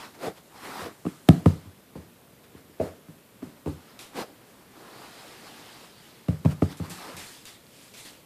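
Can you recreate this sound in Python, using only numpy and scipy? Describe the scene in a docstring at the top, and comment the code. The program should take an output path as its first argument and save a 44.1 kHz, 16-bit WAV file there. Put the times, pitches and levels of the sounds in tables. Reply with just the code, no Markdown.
"""The low hush of a quiet living room and soft scuffs on carpet: shaped noise, rising and fading.
Then soft blows thump the wooden floor under the carpet: bending waves bring the treble first,
the boom last, and each blow leaves an echo. Paws and cloth rub the pile in four noise layers:
drag, rasp, scratch and fizz. Clicks, the sharp crack of some blows and claw ticks, are tiny
noise bursts around a pitch. The microphone is close to the pile."""
import sys
import numpy as np
from scipy import signal
from scipy.fft import rfft, irfft, next_fast_len
from scipy.io import wavfile
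from scipy.ndimage import uniform_filter1d, map_coordinates

SR = 44100
rng = np.random.default_rng(int(sys.argv[2]) if len(sys.argv) > 2 else 0)


def magnitude_from_level(level_db):
    """Linear magnitude for a level in decibels (20 dB per decade)."""
    exponent = np.asarray(level_db, float) / 20
    return 10 ** exponent


def waveform_to_disk(signal):
    """Save audio, clipped to [-1, 1], as 16-bit WAV at the path in sys.argv[1]."""
    frames = np.transpose(np.atleast_2d(signal))
    scaled = np.clip(frames, -1, 1) * 32767
    samples = np.round(scaled).astype(np.int16)
    wavfile.write(sys.argv[1], SR, samples)


N = 363825  # samples in the scene
STEP = 32  # samples between points of a loudness curve

# Blows on the floor; the levels are relative:
# start_s, level_db, boom_db, body_db, knock_hz, echo_db
BLOWS = [(0.267, -45, -5, 2, 300, -16), (.815, -49, 1.5, 10, 280, -9),
         (1.051, -21.5, -26.5, -5.5, 354, -24), (1.064, -16.5, -51, -5.5, 307, -21),
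         (1.287, -1, -18, -1, 253, -17.5), (1.459, -5.5, -12, -1.5, 267, -19.5),
         (1.654, -43, -12, -1.5, 302, -3.5), (1.954, -28.5, -17, -7.5, 373, -7),
         (1.974, -41.5, -20, 3, 412, -11), (2.548, -36.5, -17, -12.5, 308, -11),
         (2.694, -40.5, -23, -12, 344, -8), (2.799, -14.5, -25.5, -14.5, 420, -8.5),
         (2.81, -14, -41, -36, 490, -13.5), (2.821, -20, -31, -34, 360, -17),
         (3.083, -41, -18, 2.5, 340, -8.5), (3.421, -40, -15, 3, 425, -13),
         (3.426, -23.5, -37, -9.5, 273, -11.5), (3.66, -19.5, -23, -11, 340, -15),
         (3.672, -18.5, -15.5, -14, 313, -11), (6.284, -18, -7.5, 3, 276, -13.5),
         (6.448, -21.5, -1, 4.5, 355, -15), (6.456, -14, -10, 1.5, 274, -17),
         (6.621, -9, -15, -6, 286, -18), (6.799, -24, -15, -4, 345, -11),
         (6.821, -41, -10, -13.5, 334, -15), (6.9, -44.5, -15, 9, 458, -9),
         (7.136, -49.5, -5, 7.5, 300, -14), (7.17, -50, -6, 5.5, 300, -8)]


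def along(points, hz):
    """Reads a curve of (Hz, value) points on a logarithmic pitch axis."""
    point_hz, value = np.transpose(points)
    return np.interp(np.log(hz + 1), np.log(point_hz + 1), value)


def noise(spectrum, patchy_db, gritty_db):
    """Coloured noise of rms 1, with patches of random gain and a grit of uneven fibres."""
    grit = map_coordinates(rng.standard_normal(N // 40 + 4), [np.arange(N) / 40])
    white = rng.standard_normal(N) * magnitude_from_level(gritty_db * grit)
    cells = signal.stft(white, nperseg=512)[2]
    # Smooth the random gains over pitch, then over time
    patches = uniform_filter1d(rng.standard_normal(cells.shape), 6, 0)
    patches = uniform_filter1d(patches, 8, 1)
    patchy = signal.istft(cells * magnitude_from_level(patchy_db * patches / patches.std()), nperseg=512)[1][:N]
    size = next_fast_len(N + 8192)
    colour = magnitude_from_level(along(spectrum, np.fft.rfftfreq(size, 1 / SR)))
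    coloured = irfft(rfft(patchy, size) * colour, size)[:N]
    return coloured / coloured.std()


def room_hush():
    """The steady background: faint noise, strongest in the bass."""
    # Colour of the hush: pitch_hz, relative level_db
    hush_colour = [(18, -67), (30, -29), (118, -8.5), (209, -8), (325, -11), (589, -14), (653, -16),
                   (725, -18.5), (1580, -22), (2930, -25.5), (3340, -25.5), (6050, -31), (14600, -27.5)]
    return magnitude_from_level(-54.5) * noise(hush_colour, patchy_db=0.7, gritty_db=0.8)


def stroke(start_s, db, rise_s, hold_s, fall_s):
    """Power along time: 20 dB up in rise_s, full from start_s for hold_s, 20 dB down in each fall_s."""
    # With a negative fall_s the last corner comes early, and the stroke is cut off there
    end_s = start_s + hold_s
    corners = [start_s - 5 * rise_s, start_s, end_s, end_s + 5 * fall_s]
    return magnitude_from_level(2 * np.interp(np.arange(0, N, STEP) / SR, corners, [db - 100, db, db, db - 100]))


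def layer_power(*layer_db):
    """Turns a level for each rubbing layer into a column of power factors."""
    return magnitude_from_level(2 * np.array(layer_db)[:, None])


def cloth_rub():
    """One long slow rub of cloth: its level and brightness wander between set points."""
    # Points of the rub: time_s, level_db, brightness_db (added to scratch and fizz)
    rub_points = [(4.3, -68, 1), (4.42, -61.5, -4), (4.66, -63, -6), (4.78, -53.5, -5), (5.05, -50, -2),
                  (5.11, -54.5, 2), (5.19, -51.5, 0.5), (5.42, -54, 1.5), (5.47, -52, 1.5),
                  (5.85, -55.5, 2.5), (5.94, -63.5, 2.5), (6.2, -64, -6), (6.3, -72, -6)]
    # Level added to each layer: drag_db, rasp_db, scratch_db, fizz_db
    rub_colour = (-2.5, -0.5, -1, -6)
    point_s, *columns = np.transpose(rub_points)
    time = np.arange(0, N, STEP) / SR
    level_db, bright_db = [np.interp(time, point_s, column, -120, -120) for column in columns]
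    brightness = np.outer([0, 0, 1, 1], bright_db)
    return magnitude_from_level(2 * (level_db + np.array(rub_colour)[:, None] + brightness))


def add_sweeps(power):
    """Soft sweeps over the pile rise and fade equally fast; the drag comes a little late."""
    # start_s, hold_s, fade_s (per 20 dB), rasp_db, drag_db and scratch_db (both over the rasp)
    sweeps = [(0.0, 0.044, 0.11, -47, -4.5, -2), (0.148, 0.0065, 0.027, -51, -11, -7),
              (0.234, 0.039, 0.058, -39.5, 7, -6), (0.368, 0.018, 0.033, -54, -1.5, -3.5),
              (.55, 0.023, 0.036, -53.5, -1.5, -6), (.65, 0.16, 0.13, -41, -5, -7),
              (.81, 0.055, 0.063, -42.5, 2, -7.5), (2.44, .01, 0.02, -66.5, -5, 5),
              (2.574, 0.0079, .08, -63.5, 0, -1), (2.845, 0.031, 0.059, -47.5, 3, -24),
              (3.565, 0.014, 0.05, -65, 7, -1), (3.9, 0.011, 0.36, -58, -3, -2.5),
              (4.172, 0.048, 0.041, -38, 3.5, -4.5), (4.27, .02, .08, -61, 9, -1),
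              (6.513, 0.0078, 0.036, -45.5, -4, -5), (6.708, 0.019, 0.041, -47.5, -11, -3.5),
              (6.85, 0.007, 0.069, -49, 3, -3.5), (7.0, 0.086, 0.27, -45.5, -3, -4),
              (8.12, 0.06, .1, -70, 6.5, -6)]
    drag_lag_s, fizz_over_scratch_db = 0.01, -6
    for start_s, hold_s, fade_s, db, drag_db, scratch_db in sweeps:
        power[0] += stroke(start_s + drag_lag_s, db + drag_db, fade_s, hold_s, fade_s)
        balance = layer_power(0, scratch_db, scratch_db + fizz_over_scratch_db)
        power[1:] += stroke(start_s, db, fade_s, hold_s, fade_s) * balance


def add_scrapes_and_skids(power):
    """Bright scrapes: most swell slowly, one starts at once. Skids of a catching claw start fast."""
    # Scrapes: start_s, rise_s and fall_s (per 20 dB), scratch_db, fizz_db (over the scratch)
    scrapes = [(4.485, 0.07, 0.3, -67.5, 4), (4.57, 4, -0.66, -58, 12), (6.06, 0.5, 0.6, -57.5, -4.5),
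               (7.33, 0.9, 0.25, -53.5, 0), (7.755, 0.15, 0.5, -58.5, -3), (7.82, 0.3, 0.3, -59, 2),
               (7.98, 0.05, 0.2, -49.5, 1), (8.05, 0, .15, -48.5, -2.5)]
    # Skids: start_s
    skid_starts = [3.992, 6.771, 6.9, 7.168, 7.455, 7.668, 7.94]
    # Skids, one row per start: hold_s, fall_s (per 20 dB), scratch_db, fizz_db (over the scratch)
    skids = [(0.035, 0.12, -46.5, -3.5), (0.019, .05, -57, 4.5), (0.021, .13, -45.5, 1),
             (0.032, 0.25, -44.5, -1.5), (0.029, 0.15, -48, -2.5), (0.017, -0.7, -62, 0),
             (.015, 0.15, -52, -2.5)]
    scrape_hold_s, skid_rise_s = 0.019, 0.002
    drag_db, rasp_db = -11.5, -12.5  # over the scratch
    scrape_strokes = [(start, rise, scrape_hold_s, *rest) for start, rise, *rest in scrapes]
    skid_strokes = [(start, skid_rise_s, *rest) for start, rest in zip(skid_starts, skids)]
    for start_s, rise_s, hold_s, fall_s, db, fizz_db in scrape_strokes + skid_strokes:
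        power += stroke(start_s, db, rise_s, hold_s, fall_s) * layer_power(drag_db, rasp_db, 0, fizz_db)


def add_brushes(power):
    """The pile springs back after each blow, louder after harder and fuller blows."""
    # Level of each layer: rasp_db, scratch_db, fizz_db
    brush_colour = (2.8, 0, -1.67)
    after_s, rise_s, fall_s = 0.0077, 0.022, 0.19  # rise and fall per 20 dB
    for start_s, db, _, body_db, *_ in BLOWS:
        brush_db = -45.5 + 0.58 * db + 0.14 * body_db
        power[1:] += stroke(start_s + after_s, brush_db, rise_s, 0, fall_s) * layer_power(*brush_colour)


def rubbing():
    """Gain per sample of drag, rasp, scratch and fizz; strokes add in power."""
    power = cloth_rub()
    add_sweeps(power)
    add_scrapes_and_skids(power)
    add_brushes(power)
    return [np.interp(np.arange(N), np.arange(0, N, STEP), layer) for layer in np.sqrt(power)]


def scuffs():
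    """Fibres rubbed by paws and cloth: a low drag, a rasp, a scratch and a fine fizz."""
    # Colours of the four layers, from low to high: pitch_hz, relative level_db
    drag_colour = [(50, -42), (90, -18.5), (180, -3), (330, 4.5), (550, 0.5), (750, -1), (1200, -34)]
    rasp_colour = [(450, -27), (750, -1), (1250, -2), (1600, -6.5), (2000, -8), (3200, -24.5)]
    scratch_colour = [(1100, -9), (1900, -4), (2600, -2), (3300, -2.5), (4200, -2.5), (5200, -5.5),
                      (8000, -26)]
    fizz_colour = [(3500, -6), (5500, -1.5), (7500, 2.5), (10000, 0), (14500, -8)]
    drag, rasp, scratch, fizz = rubbing()
    low = drag * noise(drag_colour, patchy_db=3.0, gritty_db=0.5)
    low = low + rasp * noise(rasp_colour, patchy_db=1.66, gritty_db=1.5)
    high = scratch * noise(scratch_colour, patchy_db=2.1, gritty_db=0.5)
    high = high + fizz * noise(fizz_colour, patchy_db=0.8, gritty_db=1.0)
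    return low + high


def clicks():
    """The sharp crack of some blows, and claw ticks: noise of a few milliseconds around a pitch."""
    # Cracks and ticks: start_s, level_db (before the filter), pitch_hz, t60_s (time to fall 60 dB)
    short_clicks = [(1.2882, -5, 2300, 0.0062), (1.459, -28.5, 2800, 0.015), (3.6603, -35, 2200, .006),
                    (3.991, -30.5, 4500, 0.0058), (6.2115, -46, 3500, .006), (6.285, -28.5, 1970, .008),
                    (6.4505, -25, 2100, 0.0065), (6.4553, -36, 2000, .006), (6.6202, -29, 2290, 0.0071),
                    (6.771, -41, 6460, 0.0043), (6.8980, -31, 8060, 0.0027), (7.1672, -27.5, 9000, 0.0033),
                    (7.454, -31.5, 5600, 0.0057), (7.6670, -44, 5000, 0.0048), (7.9390, -35, 4000, .004)]
    size = 2 ** 10
    out = np.zeros(N + size)
    t, f = np.arange(size) / SR, np.fft.rfftfreq(size, 1 / SR)
    for start_s, db, hz, t60 in short_clicks:
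        click = rng.standard_normal(size) * magnitude_from_level(-60 * t / t60) * (1 - np.exp(-t / 0.000206))
        broad = 1j * f * hz * 1.48 / (hz * hz - f * f + 1j * f * hz * 0.5)
        no_bass = f ** 2 / (f ** 2 + 1600 ** 2)
        out[round(start_s * SR):][:size] += magnitude_from_level(db) * irfft(rfft(click) * broad * no_bass)
    return out[:N]


def room_tail(size):
    """A fresh echo tail of energy 1; each frequency dies at its own speed."""
    # How long echoes last: pitch_hz, t60_s (time to fall 60 dB)
    echo_times = [(100, 0.26), (400, 0.34), (1500, 0.23), (8000, 0.085)]
    hz, t, cells = signal.stft(rng.standard_normal(size), SR, nperseg=512)
    fading = cells * magnitude_from_level(-60 * t / along(echo_times, hz)[:, None])
    tail = signal.istft(fading, SR, nperseg=512)[1][:size]
    tail = tail * np.clip(np.arange(size) / SR / 0.005, 0, 1)  # fades in over 5 ms
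    return tail / np.linalg.norm(tail)


def causal(db):
    """The minimum-phase response with these dB on the FFT grid: nothing sounds before the blow."""
    cepstrum = irfft(np.log(magnitude_from_level(db)))
    cepstrum[1:len(db) - 1] *= 2
    cepstrum[len(db):] = 0
    return np.exp(rfft(cepstrum))


def ringing_boards(f):
    """The floor as a sum of resonances; a shorter ring makes a wider peak."""
    # Resonances of the boards: pitch_hz, relative level_db, t60_s (time to fall 60 dB)
    boards = [(63.2, -19, 0.57), (88.3, 14.5, 0.11), (137, -14, 0.3), (148.5, 4, 0.19), (189.1, 3.5, 0.073),
              (217.8, -5.5, 0.091), (322, 4, 0.03), (336, 0, 0.04), (445.6, 0.5, 0.024), (518, 0, 0.032),
              (660, 1, 0.02), (840, 0.5, 0.011), (1225, 0, 0.01), (2200, -3.5, 0.003), (4550, -18, 0.0047)]
    ring = 0
    for k, (hz, db, t60) in enumerate(boards):
        width_hz = np.log(1000) / np.pi / t60
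        level = (-1) ** k * magnitude_from_level(db + rng.normal(0, 1))  # each blow excites them a little differently
        ring = ring + level * 1j * f * np.sqrt(width_hz * 30) / (hz * hz - f * f + 1j * f * width_hz)
    return ring


def blow_colour(f, db, boom_db, body_db, knock_hz):
    """The push of one blow: more body means a harder slap, a harder blow is stronger above its knock."""
    slap_db = -12.5 + 0.51 * body_db
    shoulder_db = -3 + 0.32 * db
    points = [(35, boom_db - 17.0), (80, boom_db + 1.5), (180, body_db), (knock_hz, 0),
              (knock_hz + 300, shoulder_db), (1250, slap_db), (2300, slap_db - 5.0), (12000, slap_db - 17)]
    return causal(along(points, f))


def thumps():
    """Each blow rings the boards; low bending waves run slower, so the bass comes last, after a ragged slap."""
    # Tilt of the echoes: pitch_hz, gain_db
    echo_tilt = [(300, 1.5), (800, 0), (2000, 2)]
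    size, lead = 2 ** 15, 2 ** 9  # samples
    f, t = np.fft.rfftfreq(size, 1 / SR), np.arange(lead) / SR
    airborne_hz = 600  # above it the sound comes straight through the air
    spread = 0.1607  # delay of a bending wave times the root of its frequency, s sqrt(Hz)
    low = np.minimum(f, airborne_hz)
    bending = spread * (2 * np.sqrt(low) - low / np.sqrt(airborne_hz))
    travel = np.exp(-2j * np.pi * (bending + f * lead / SR))
    treble = f ** 4 / (f ** 4 + 700 ** 4)
    out = np.zeros(N + size)
    for start_s, db, boom_db, body_db, knock_hz, echo_db in BLOWS:
        ring = ringing_boards(f)
        push = blow_colour(f, db, boom_db, body_db, knock_hz) * magnitude_from_level(db + 43)
        # Pads and claws land unevenly over a few milliseconds, which only the treble resolves
        ragged = rng.standard_normal(lead) * t / 0.001 * np.exp(-t / 0.001)
        slap = rfft(ragged / np.linalg.norm(ragged), size)
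        contact = np.sqrt(1 - treble) + np.sqrt(treble) * slap
        direct = ring * push * travel * contact
        echo = magnitude_from_level(echo_db + along(echo_tilt, f)) * rfft(room_tail(size=size // 2), size)
        start = round(start_s * SR) - lead
        out[start:start + size] += irfft(direct * (1 + echo), size)
    return out[:N]


def scene():
    """Blows, clicks and scuffs over the hush of the room, in one channel."""
    return (room_hush() + scuffs() + clicks() + thumps())[None]


def top_cut(x):
    """Nothing passes above the cut-off."""
    return signal.sosfilt(signal.butter(12, 15890, fs=SR, output="sos"), x)


def record(dry):
    """The input rounds off peaks near full scale; the microphone drops the top treble."""
    top_hz = 14700
    size = next_fast_len(N + 8192)
    f = np.fft.rfftfreq(size, 1 / SR)
    rounded = dry / (1 + np.abs(dry) ** 8) ** (1 / 8)
    mix = irfft(rfft(rounded, size) * (f < top_hz), size)[:, :N]
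    return top_cut(mix)


dry = scene()
out = record(dry)
waveform_to_disk(out)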